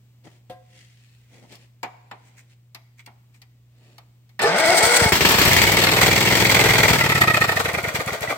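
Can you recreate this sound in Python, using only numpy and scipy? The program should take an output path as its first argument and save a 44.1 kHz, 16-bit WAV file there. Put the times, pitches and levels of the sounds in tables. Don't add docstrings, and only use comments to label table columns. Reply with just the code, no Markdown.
import sys
import numpy as np
from scipy import signal
from scipy.fft import rfft, irfft, next_fast_len
from scipy.io import wavfile
from scipy.ndimage import map_coordinates

SR = 44100
rng = np.random.default_rng(int(sys.argv[2]) if len(sys.argv) > 2 else 0)


def persist_wave(psi):
    counts = np.round(np.clip(psi, -1, 1) * 32767).astype(np.int16)
    wavfile.write(sys.argv[1], SR, np.atleast_2d(counts).T)


N = 369249
CAUGHT_S, CUT_S = 5.452, 6.9
LAG = .382

# time_s, speed_rpm
SPEED = [(5.45, 2120), (5.64, 2343), (5.97, 2489), (6.28, 2464), (6.6, 2534), (6.79, 2495), (7.08, 2141),
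         (7.48, 1566), (8.37, 555)]
# frequency_hz, level_db
RASP = [(150, 1), (400, -2), (900, -1), (1500, -4.5), (2200, -6.5), (2900, -4.5), (4300, -5.5), (5500, -10),
        (6800, -13.5), (8200, -11), (9700, -31), (11000, -21.5), (13000, -16), (16000, -21.5)]
# frequency_hz, level_db
BANG = [(120, -35), (200, -6.5), (394, 4.5), (635, -12), (916, -1.5), (1680, -6), (2210, 1), (2860, -10),
        (7270, -18.5), (9400, -31.5), (16000, -22)]


def amp(db):
    return 10 ** (np.asarray(db) / 20)


def unit(x):
    return x / np.sqrt(np.mean(x ** 2) + 1e-20)


def clock():
    return np.arange(N) / SR


def along(points, hz):
    f, v = np.transpose(points)
    return np.interp(np.log(hz + 1), np.log(f + 1), v)


def curve(points):
    return np.interp(clock(), *np.transpose(points))


def ramp(start, length):
    return np.clip((clock() - start) / length, 0, 1)


def bell(offset, width):
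    return np.exp(-.5 * (offset / width) ** 2)


def wobble(rate):
    return map_coordinates(rng.standard_normal(int(N * rate / SR) + 4), [clock() * rate])


def filtered(x, response):
    size = next_fast_len(N + SR // 2)
    return irfft(rfft(x, size) * response(np.fft.rfftfreq(size, 1 / SR)), size)[..., :N]


def eq(x, points):
    return filtered(x, lambda hz: amp(along(points, hz)))


def ring(x, modes):
    return filtered(x, lambda f: sum((-1) ** k * amp(db) * 1j * f * width / (hz**2 - f**2 + 1j * f * width)
                                     for k, (hz, width, db) in enumerate(modes)))


def split(x, edge_hz):
    low = filtered(x, lambda hz: 1 / (1 + (hz / edge_hz) ** 6))
    return low, x - low


def white():
    # frequency_hz, correlation
    alike = [(100, 0.69), (500, 0.93), (1200, 0.38), (2500, 0.44), (12000, 0.038)]
    mid, side = filtered(rng.standard_normal((2, N)),
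                         lambda hz: np.sqrt([1 + along(alike, hz), 1 - along(alike, hz)]))
    return np.array([mid + side, mid - side])


def noise(spectrum):
    return unit(eq(white(), spectrum))


def pulses(times, sizes):
    return np.bincount(np.clip(np.round(times * SR).astype(int), 0, N - 1), sizes, N)


def crossings(turns):
    return clock()[1:][np.diff(np.floor(turns)) > 0]


def decays(times, db, t60, attack):
    t = np.arange(SR) / SR
    return signal.fftconvolve(pulses(times, amp(db)), amp(-60 * t / t60) * (1 - np.exp(-t / attack)))[:N]


def pings(blows, modes):
    out = np.zeros((2, N + SR))
    t = np.arange(SR // 6) / SR
    for s, db, hz in blows:
        for ratio, mode_db, t60 in modes:
            phase = rng.uniform(0, 2 * np.pi) + 0.68 * rng.standard_normal((2, 1))
            envelope = amp(db + mode_db - 60 * t / t60) * (1 - np.exp(-t / 0.0015))
            out[:, round(s * SR):][:, :len(t)] += envelope * np.sin(2 * np.pi * hz * ratio * t + phase)
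    return out[:, :N]


def struck(blows, modes):
    out = np.zeros(N)
    for s, db in blows:
        t = np.maximum(clock() - s, 0)
        onset = 1 - np.exp(-t / 0.0073)
        for hz, mode_db, t60 in modes:
            out += onset * amp(db + mode_db - 60 * t / t60) * np.sin(2 * np.pi * hz * t)
    s, db = np.transpose(blows)
    crack = noise([(150, 5), (800, -3), (1500, -10), (4000, -14.5), (6000, -25), (15000, -31)])
    return out + decays(s, db - 13, t60=0.16, attack=0.00044) * crack


def background():
    # pitch_hz, level_db
    partials = [(60, -69), (120, -52), (180, -80), (240, -82)]
    # frequency_hz, level_db
    air = [(20, -44), (60, 4.5), (130, -1), (220, -3.5), (400, -14.5), (800, -21), (1600, -25), (2200, -22),
           (3200, -23.5), (6000, -29), (8200, -29), (10000, -39.5), (16000, -27)]
    hum = sum(amp(db) * np.sqrt(2) * np.sin(2 * np.pi * hz * clock()) for hz, db in partials)
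    return hum + amp(-63 + wobble(2.5)) * noise(air)


def steps():
    # centre_s, width_s, thud_db, rustle_db
    footfalls = [(0.253, 0.0073, -49, -57.5), (0.273, 0.0065, -42.5, -60), (0.324, 0.041, -61, -64),
                 (0.787, 0.045, -65, -59.5), (0.958, 0.23, -86, -63.5), (1.36, 0.032, -52, -58),
                 (1.441, 0.019, -48, -62), (1.528, 0.023, -49, -50.5), (1.616, 0.035, -61, -61),
                 (2.253, 0.17, -64, -67.5), (2.517, 0.016, -84, -63), (3.89, 0.094, -60, -64.5)]
    thud = noise([(40, -23), (150, -2.5), (700, -11.5), (2000, -33), (8000, -57)])
    rustle = unit(noise([(300, -41), (2000, 8.5), (8000, -4), (15000, -24)]) * amp(2.5 * wobble(450)))
    return sum(bell(clock() - s, width) * (amp(thud_db) * thud + amp(rustle_db) * rustle)
               for s, width, thud_db, rustle_db in footfalls)


def clicks():
    # start_s, level_db, body_db, treble_db, ring_hz, thin_ring_hz
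    hits = [(0.269, -45, -16, -25, 1900, 4400), (1.522, -42, -13, -6, 2330, 8300),
            (1.553, -50, -15, 4, 2900, 5200), (1.83, -21, -7, -14, 2240, 7310),
            (2.112, -30, -7, -21, 1440, 7310), (2.747, -32, -17, -5.5, 2150, 3940),
            (2.993, -37, -36, -22, 2310, 8500), (3.061, -41, -20, -3.5, 2760, 8100),
            (3.073, -45.5, -1.5, -22, 1380, 4300), (3.343, -50, -23, -10, 2480, 8200),
            (3.417, -42, -22, -5.5, 1945, 5020), (3.981, -41.5, -10.5, -4, 1280, 4480),
            (4.292, -52, -19, -6, 2207, 6100), (4.392, -12, -21.5, -20, 1850, 3480)]
    # frequency_hz, level_db
    colour = [(88, -47), (150, -13), (555, -16), (716, -4.5), (1660, -18), (2220, -10.5), (2650, -20),
              (4760, -20.5), (5360, -24.5), (9820, -37.5), (12200, -33), (16000, -36)]
    # pitch_ratio, level_db, t60_s
    lever_modes = [(1, -7.5, 0.065), (1.07, -16, 0.05), (.41, -19, 0.075)]
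    linkage_modes = [(1, -4, 0.051), (0.62, -10, 0.035), (1.2, -17, 0.04)]
    s, db, body_db, treble_db, ring_hz, thin_hz = np.transpose(hits)
    body, rest = split(noise(colour), edge_hz=1460)
    middle, treble = split(rest, edge_hz=3640)
    return (decays(s, db + body_db + 2.5, t60=0.16, attack=0.0015) * unit(body)
            + decays(s, db - 9.5, t60=0.1, attack=0.0012) * unit(middle)
            + decays(s, db + treble_db + 0.5, t60=0.035, attack=0.00052) * unit(treble)
            + pings(zip(s, db, ring_hz), lever_modes)
            + pings(zip(s, db + treble_db, thin_hz), linkage_modes))


def panel_bump():
    # start_s, level_db
    bumps = [(0.497, -25.5)]
    # pitch_hz, level_db, t60_s
    panel = [(522, 0, 0.13), (515, -27, 1), (630, -15, 0.16), (730, -5.5, 0.23), (1040, -17, 0.17),
             (1590, -30, 0.22), (1617, -25, 0.25), (1960, -28, 0.27), (3660, -26, 0.17)]
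    return struck(bumps, panel)


def scrapes():
    # centre_s, width_s, level_db
    rubs = [(2.27, 0.02, -62), (2.391, 0.014, -52.5), (2.998, 0.013, -56.5), (3.356, 0.014, -61.5)]
    # frequency_hz, level_db
    colour = [(300, -20), (1500, 0), (2300, 8), (3300, -8), (5500, -3), (8400, -2), (10000, -18),
              (13000, -13), (16000, -13)]
    grit = unit(noise(colour) * amp(2.7 * wobble(400)))
    return grit * sum(amp(db) * bell(clock() - s, width) for s, width, db in rubs)


def starter():
    # time_s, tooth_rate_hz
    mesh = [(4.39, 93), (4.49, 160), (4.56, 200), (4.6, 314), (4.67, 324), (4.72, 376), (4.765, 320),
            (4.83, 447), (4.96, 506), (5.11, 407)]
    # pitch_hz, width_hz, level_db
    whine_modes = [(172, 36, 3), (470, 150, -2), (662, 52, 7), (865, 42, 2), (1150, 68, -6),
                   (1454, 120, -5), (1960, 56, -3), (2175, 42, 0.5), (5000, 170, -9)]
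    flywheel_modes = [(464, 74, -1), (685, 65, 5), (780, 45, -5), (887, 54, 1), (1085, 30, -5),
                      (1210, 48, 0), (1323, 27, 0), (1482, 37, 3), (1630, 83, -9), (1765, 29, -3),
                      (1905, 52, -4), (2200, 140, -7), (5120, 400, -13), (6130, 200, -15), (7900, 340, -20)]
    # frequency_hz, level_db
    grind = [(150, -54), (280, -9), (450, -9), (720, -1.5), (1050, -9), (1500, -7.5), (2200, -10),
             (2900, -13), (4200, -12.5), (5200, -17), (7200, -20.5), (7900, -13.5), (8900, -15.5),
             (9800, -28), (16000, -29.5)]
    # start_s, level_db
    skids = [(4.414, -23.5), (4.825, -18)]
    on_s, off_s, release_s = 4.39, 5.05, 0.09
    mesh_hz = curve(mesh)
    octaves = np.log2(mesh_hz / 400)
    teeth = np.cumsum(mesh_hz * (1 + 0.016 * wobble(90))) / SR
    times = crossings(teeth)
    times = times[(times > on_s) & (times < off_s + release_s)]
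    late, strength = rng.standard_normal((len(times), 2)).T
    strikes = pulses(times + .00007 * late, amp(2.8 * strength))
    labour_db = 5.1 * bell(clock() - 4.705, 0.035)
    whine = amp(-31 + octaves + labour_db) * unit(split(ring(strikes, whine_modes), edge_hz=53)[1])
    rumble, scrape = split(noise(grind), edge_hz=3930)
    rumble = amp(-21 + 2.6 * octaves) * unit(rumble)
    contact = unit((1 + 0.15 * np.cos(2 * np.pi * teeth)) * amp(2.1 * wobble(150)))
    housing = amp(-22 + 2.6 * octaves) * unit(ring(white(), flywheel_modes))
    housing *= amp(2.8 * wobble(25))
    bite_db = 11 * ramp(4.56, 0.0043)
    scraping = amp(-38 + 4.7 * octaves + bite_db + 3.8 * wobble(35))
    scraping += decays(*np.transpose(skids), t60=0.096, attack=0.0042)
    scrape = scraping * unit(scrape * amp(2.2 * wobble(900)))
    gear = whine + housing + contact * (rumble + scrape)
    return gear * ramp(on_s, 0.023) * (1 - ramp(off_s, release_s))


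def pinion_slam():
    # start_s, level_db
    slams = [(4.417, -24.5), (4.438, -13)]
    # pitch_hz, level_db, t60_s
    pinion = [(416, 7.5, 0.12), (462, 0.5, 0.35), (715, -9, .1), (823, 6.5, 0.085), (1762, 4.5, 0.068)]
    return struck(slams, pinion)


def throttle():
    return np.exp(-(np.maximum(clock() - CAUGHT_S, 0) / 0.21) ** 2)


def kicks():
    # start_s, thump_db, bang_db
    hits = [(4.678, -25, -44), (4.825, -19.5, -41.5), (4.855, -22, -32), (5.011, -10.5, -33),
            (5.051, -9, -31), (5.121, -11, -8), (5.154, -28, -15.5), (5.207, -12.5, -10.5),
            (5.249, -14, -9), (5.288, -19, -14.5), (5.308, -16, -15.5), (5.34, -13, -15),
            (5.384, -12.5, -11), (5.414, -20, -11.5), (6.781, -24, -15), (6.831, -27, -10.5),
            (6.881, -29, -12), (6.9, -8.5, -26), (6.931, -21, -12.5)]
    # pitch_hz, width_hz, level_db
    muffler = [(73, 48, 2), (125.4, 73, 3.5), (177, 94, -0.5)]
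    s, thump_db, bang_db = np.transpose(hits)
    thump = ring(pulses(s + 0.00403, amp(thump_db)), muffler) * amp(45)
    closed = 1 - np.interp(s, clock(), throttle())
    rush = decays(s, bang_db - 2.5 - 9 * closed, t60=0.18, attack=0.011) * noise(RASP)
    bang = decays(s, bang_db, t60=0.089, attack=0.00024) * noise(BANG)
    return thump + rush + bang


def spits():
    # start_s, level_db
    bursts = [(5.048, -21), (5.086, -25), (5.154, -23), (5.25, -20), (5.288, -14), (5.318, -16.5),
              (5.388, -15), (5.413, -17), (5.452, -16), (5.478, -18), (5.53, -18), (5.563, -18),
              (5.63, -24), (5.675, -22), (5.72, -17)]
    # frequency_hz, level_db
    colour = [(1000, -8), (3000, -3), (5500, 3.5), (7500, -2), (9700, -6), (13000, -2), (16000, 0.5)]
    crackle = unit(noise(colour) * amp(4.5 * wobble(1400)))
    return decays(*np.transpose(bursts), t60=0.059, attack=0.001) * crackle


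def level(db, loss_db, firing_db, throttle_db):
    governed_rpm = 2500
    slowed = (governed_rpm - curve(SPEED)) / 1000
    firing = 1 - ramp(CUT_S, 0.3)
    return amp(db - loss_db * slowed + firing_db * firing + throttle_db * throttle())


def strokes(cycle, *angles):
    times = np.concatenate([crossings(cycle - angle) for angle in angles])
    return times[times > CAUGHT_S - .01]


def gusts(cycle, centre, rise, fall, second_db, leak, rough_db):
    coasting = ramp(CUT_S, 0.2)
    tail = fall * (1 - 0.25 * coasting)

    def blow(angle):
        offset = (cycle - angle + .5) % 1 - .5
        return bell(offset, np.where(offset < 0, rise, tail))
    pair = blow(centre) + amp(second_db) * blow(centre + LAG)
    flow = leak * (1 - 0.55 * coasting) + pair * amp(rough_db * wobble(40))
    flow /= np.sqrt(np.mean(flow[clock() > CAUGHT_S] ** 2))
    running = ramp(CAUGHT_S - .01, .01)
    catching = 0.5 * ramp(5.09, 0.22)
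    return running * flow + (1 - running) * catching


def chuff(cycle):
    # pitch_hz, width_hz, level_db
    chamber = [(410, 350, -9), (661, 89, 2.5), (770, 310, -7.5), (1217, 140, -5), (1434, 210, -9)]
    hollow = unit(split(ring(white(), chamber), edge_hz=200)[1])
    last_burn = amp(6.9 * bell(clock() - 6.87, 0.1))
    flow = gusts(cycle, centre=0.16, rise=0.054, fall=0.098, second_db=3.5, leak=1, rough_db=-2.5)
    return level(-21, loss_db=3.5, firing_db=-9.5, throttle_db=6) * last_burn * hollow * flow


def rattle(shaking, count, hz, spread, t60, scatter_db):
    when, left, right = rng.random((count, 3)).T
    pitch, size = rng.standard_normal((count, 2)).T
    starts = np.searchsorted(np.cumsum(shaking) / shaking.sum(), when)
    k = np.arange(SR // 25)
    turns = hz * np.exp(spread * pitch)[:, None] * k / SR
    envelope = amp(scatter_db * size[:, None] - 60 * k / SR / t60)
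    ears = []
    for phase in (left, right):
        grains = envelope * np.sin(2 * np.pi * turns + np.pi * phase[:, None])
        ears.append(np.bincount((starts[:, None] + k).ravel(), grains.ravel(), N)[:N])
    return unit(np.array(ears))


def tinware(cycle):
    # pitch_hz, width_hz, level_db
    modes = [(1900, 210, -0.97), (2190, 370, -0.31), (2416, 200, -1.6)]
    clank = amp(3.3 * wobble(300)) * unit(ring(white(), modes))
    shaking = gusts(cycle, centre=0.11, rise=0.04, fall=0.15, second_db=-2.5, leak=0.3, rough_db=2.5)
    chatter = rattle(shaking ** 2, count=800, hz=2208, spread=0.141, t60=0.034, scatter_db=2.5)
    return (level(-23.5, loss_db=8, firing_db=-5.5, throttle_db=5.5) * clank * shaking
            + level(-30.5, loss_db=9, firing_db=-0.5, throttle_db=3) * chatter)


def puff(cycle):
    bass = noise([(30, -1), (70, -2), (180, -2), (260, -19), (600, -44)])
    flow = gusts(cycle, centre=0.037, rise=0.03, fall=0.16, second_db=2, leak=0.25, rough_db=1.5)
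    return level(-35.5, loss_db=10, firing_db=3.5, throttle_db=12.5) * bass * flow


def rasp(cycle):
    gas = amp(2.2 * wobble(500)) * noise(RASP)
    flow = gusts(cycle, centre=0.061, rise=0.037, fall=0.21, second_db=-2.5, leak=0.78, rough_db=3)
    return level(-20, loss_db=8, firing_db=-1.5, throttle_db=7) * gas * flow


def cracks(cycle):
    times = strokes(cycle, .025, .025 + LAG)
    envelope = decays(times, 1.6 * rng.standard_normal(len(times)), t60=0.049, attack=0.00047)
    return level(-30.5, loss_db=5, firing_db=12.5, throttle_db=2) * envelope * noise(BANG)


def valve_ticks(cycle):
    times = strokes(cycle, .06, .46, .95)
    envelope = decays(times, 3 * rng.standard_normal(len(times)), t60=0.025, attack=0.00046)
    steel = noise([(800, -16), (2300, 11), (3200, -6), (7500, 2.5), (10000, -1), (15000, -5.5)])
    return level(-23.5, loss_db=5.5, firing_db=-4.5, throttle_db=3) * envelope * steel


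def compression_thumps(cycle, rpm):
    width_s, delay_s = 0.0018, 0.0029
    tops = strokes(cycle, 0, LAG)
    beats = pulses(tops + delay_s, amp(1.4 * rng.standard_normal(len(tops)))) / np.sqrt(rpm)
    t = np.linspace(-.025, .025, SR // 20 + 1)
    push = (1 - (t / width_s) ** 2) * bell(t, width_s)
    thumps = unit(signal.fftconvolve(beats, push, mode="same"))
    return level(-24.5, loss_db=9.5, firing_db=-6, throttle_db=2) * thumps


def exhaust_pipe(cycle):
    # cycle_share, level_db
    valves = [(.24, 3.5), (.56, 9.5)]
    # pitch_hz, width_hz, level_db
    pipe = [(105, 21, 8.5), (129, 14, 12), (193, 41, 1), (293, 32, 1.5), (323, 19, 2), (382.5, 34, 0),
            (437.5, 8.9, 2), (539, 14, 4), (649, 4.2, -2), (778, 43, 0), (913, 110, 1)]
    blows = np.zeros(N)
    for angle, db in valves:
        times = strokes(cycle, angle)
        late, strength = rng.standard_normal((len(times), 2)).T
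        scatter_s = .0001 + 0.0025 * np.interp(times, clock(), throttle())
        blows += pulses(times + late * scatter_s, amp(db + 0.47 * strength))
    ringing = unit(split(ring(blows, pipe), edge_hz=70)[1])
    return level(-36, loss_db=8.5, firing_db=4.5, throttle_db=-1) * ringing


def exhaust_note(cycle, rpm):
    # cycle_rate_multiple, level_db
    partials = [(5, -30), (6, -32), (9, -39), (16, -44), (21, -40), (26, -40)]
    drone_rpm, width_rpm, delay_s = 1940, 360, 0.0029
    note = sum(amp(db - 0.5) * np.cos(2 * np.pi * order * cycle) for order, db in partials)
    note *= ramp(CAUGHT_S, 0.11)
    in_tune = bell(rpm - drone_rpm, width_rpm)
    drone = amp(-32.5) * in_tune * np.cos(2 * np.pi * 8 * (cycle - delay_s * rpm / 120))
    unfired = ramp(CUT_S - .05, 0.12)
    return np.sqrt(2) * ((1 - unfired) * note + unfired * drone)


def muffler_knocks(cycle):
    # pitch_hz, width_hz, level_db
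    shell = [(318, 73, -3.5), (446, 57, 3), (526, 55, -7), (655, 37, -6), (773, 31, -0.5), (900, 34, -3),
             (1980, 200, -11.5), (3640, 250, -10.5)]
    times = strokes(cycle, .13, .13 + LAG)
    blows = pulses(times, amp(2.4 * rng.standard_normal(len(times))))
    return level(-35.5, loss_db=4.5, firing_db=4, throttle_db=-12) * unit(ring(blows, shell))


def hard_clanks():
    # start_s, level_db, pitch_hz
    hits = [(5.584, -13, 2275), (5.673, -9, 2240), (5.870, -10.5, 2115), (6.307, -12.5, 2060),
            (6.322, -18, 2050), (6.546, -14, 2105), (6.644, -15, 1993), (6.754, -15, 1920),
            (6.837, -17, 2070), (6.932, -15, 1990), (7.010, -8.5, 2007), (7.099, -13, 1890),
            (7.119, -10, 1942), (7.157, -11.5, 1980), (7.216, -6.5, 1880), (7.279, -6.5, 1900),
            (7.304, -10, 1900), (7.344, -14, 1856), (7.372, -16.5, 2470), (7.418, -9, 1875),
            (7.492, -12, 1845), (7.52, -19, 1840), (7.568, -18, 1830), (7.654, -22, 2500),
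            (7.691, -26, 1960), (7.748, -23, 2470), (7.844, -29, 2240), (8.238, -20, 630),
            (8.274, -23, 1970), (8.325, -19.5, 1170)]
    # pitch_ratio, level_db, t60_s
    modes = [(1, 1, 0.048), (.68, -7.5, 0.055), (1.13, -14, 0.03), (1.33, -12.5, 0.046),
             (1.9, -17.5, 0.036)]
    return amp(2.5) * pings(hits, modes)


def muffler_whistle(cycle, rpm):
    # pitch_hz, level_db, second_cylinder_db
    tones = [(1872, 0.5, -1), (1255, -1.5, 3), (2510, -6, -3), (2140, -5, -3)]
    peak_rpm, loss_db_per_rpm = 1810, 0.021
    whistle = np.zeros((2, N))
    for hz, db, second_db in tones:
        waver = 0.97 * (wobble(170) + np.array([wobble(90), wobble(90)]))
        tone = np.sqrt(2) * np.cos(2 * np.pi * hz * clock() + waver)
        flow = gusts(cycle, centre=0.13, rise=0.06, fall=0.061, second_db=second_db,
                     leak=0.03, rough_db=1.5)
        whistle += amp(db) * tone * flow
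    return whistle * amp(-24.5 - loss_db_per_rpm * np.abs(rpm - peak_rpm)) * ramp(CUT_S - .1, 0.05)


def engine():
    rpm = curve(SPEED)
    cycle = np.cumsum(rpm / 120) / SR
    cycle -= cycle[round(CAUGHT_S * SR)]
    return (chuff(cycle) + tinware(cycle) + puff(cycle) + muffler_whistle(cycle, rpm) + rasp(cycle)
            + cracks(cycle) + valve_ticks(cycle) + compression_thumps(cycle, rpm)
            + exhaust_pipe(cycle) + exhaust_note(cycle, rpm) + muffler_knocks(cycle))


def echo(x, t60):
    t = np.arange(SR) / SR
    tail = rng.standard_normal((2, SR)) * amp(-60 * t / t60)
    return signal.fftconvolve(x, tail / np.linalg.norm(tail, axis=1, keepdims=True), axes=1)[:, :N]


def chassis_scatter(x):
    turn = 2 * np.pi * (0.594 * clock() + .25 * wobble(3))
    scatter = np.cos(turn) * echo(x, t60=0.029) + np.sin(turn) * echo(x, t60=0.095)
    return eq(scatter, [(100, -17.5), (600, -14.5), (2000, -5), (10000, -5.5)])


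def scene():
    # frequency_hz, left_minus_right_db
    lean = [(100, -0.5), (500, 2), (1200, 1), (2400, -1), (4400, 1.5), (8000, 6), (15000, 9)]
    dry = engine() + kicks() + spits() + hard_clanks() + starter() + pinion_slam()
    dry = dry + clicks() + scrapes() + panel_bump() + steps()
    sides, left_lead_s = np.array([[.5], [-.5]]), .0001
    direct = filtered(amp(-1) * dry + background(),
                      lambda hz: np.exp(2j * np.pi * hz * sides * left_lead_s))
    yard = eq(echo(dry, t60=0.77), [(150, -21), (900, -9.5), (3000, -14.5), (10000, -16)])
    mix = direct + chassis_scatter(dry) + yard
    brighten = [(200, -1.5), (1000, 0.44), (3000, 1.35), (12000, 2.5)]
    return filtered(mix, lambda hz: amp(sides * along(lean, hz) + along(brighten, hz)))


def record(dry):
    low_hz, top_hz = 68, 15950
    heard = filtered(dry, lambda hz: -hz ** 2 / (low_hz ** 2 - hz ** 2 + np.sqrt(2) * 1j * hz * low_hz))
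    limited = heard / (1 + np.abs(heard) ** 6) ** (1 / 6)
    return filtered(limited, lambda hz: 1 / (1 + (hz / top_hz) ** 180))


dry = scene()
out = record(dry)
persist_wave(out)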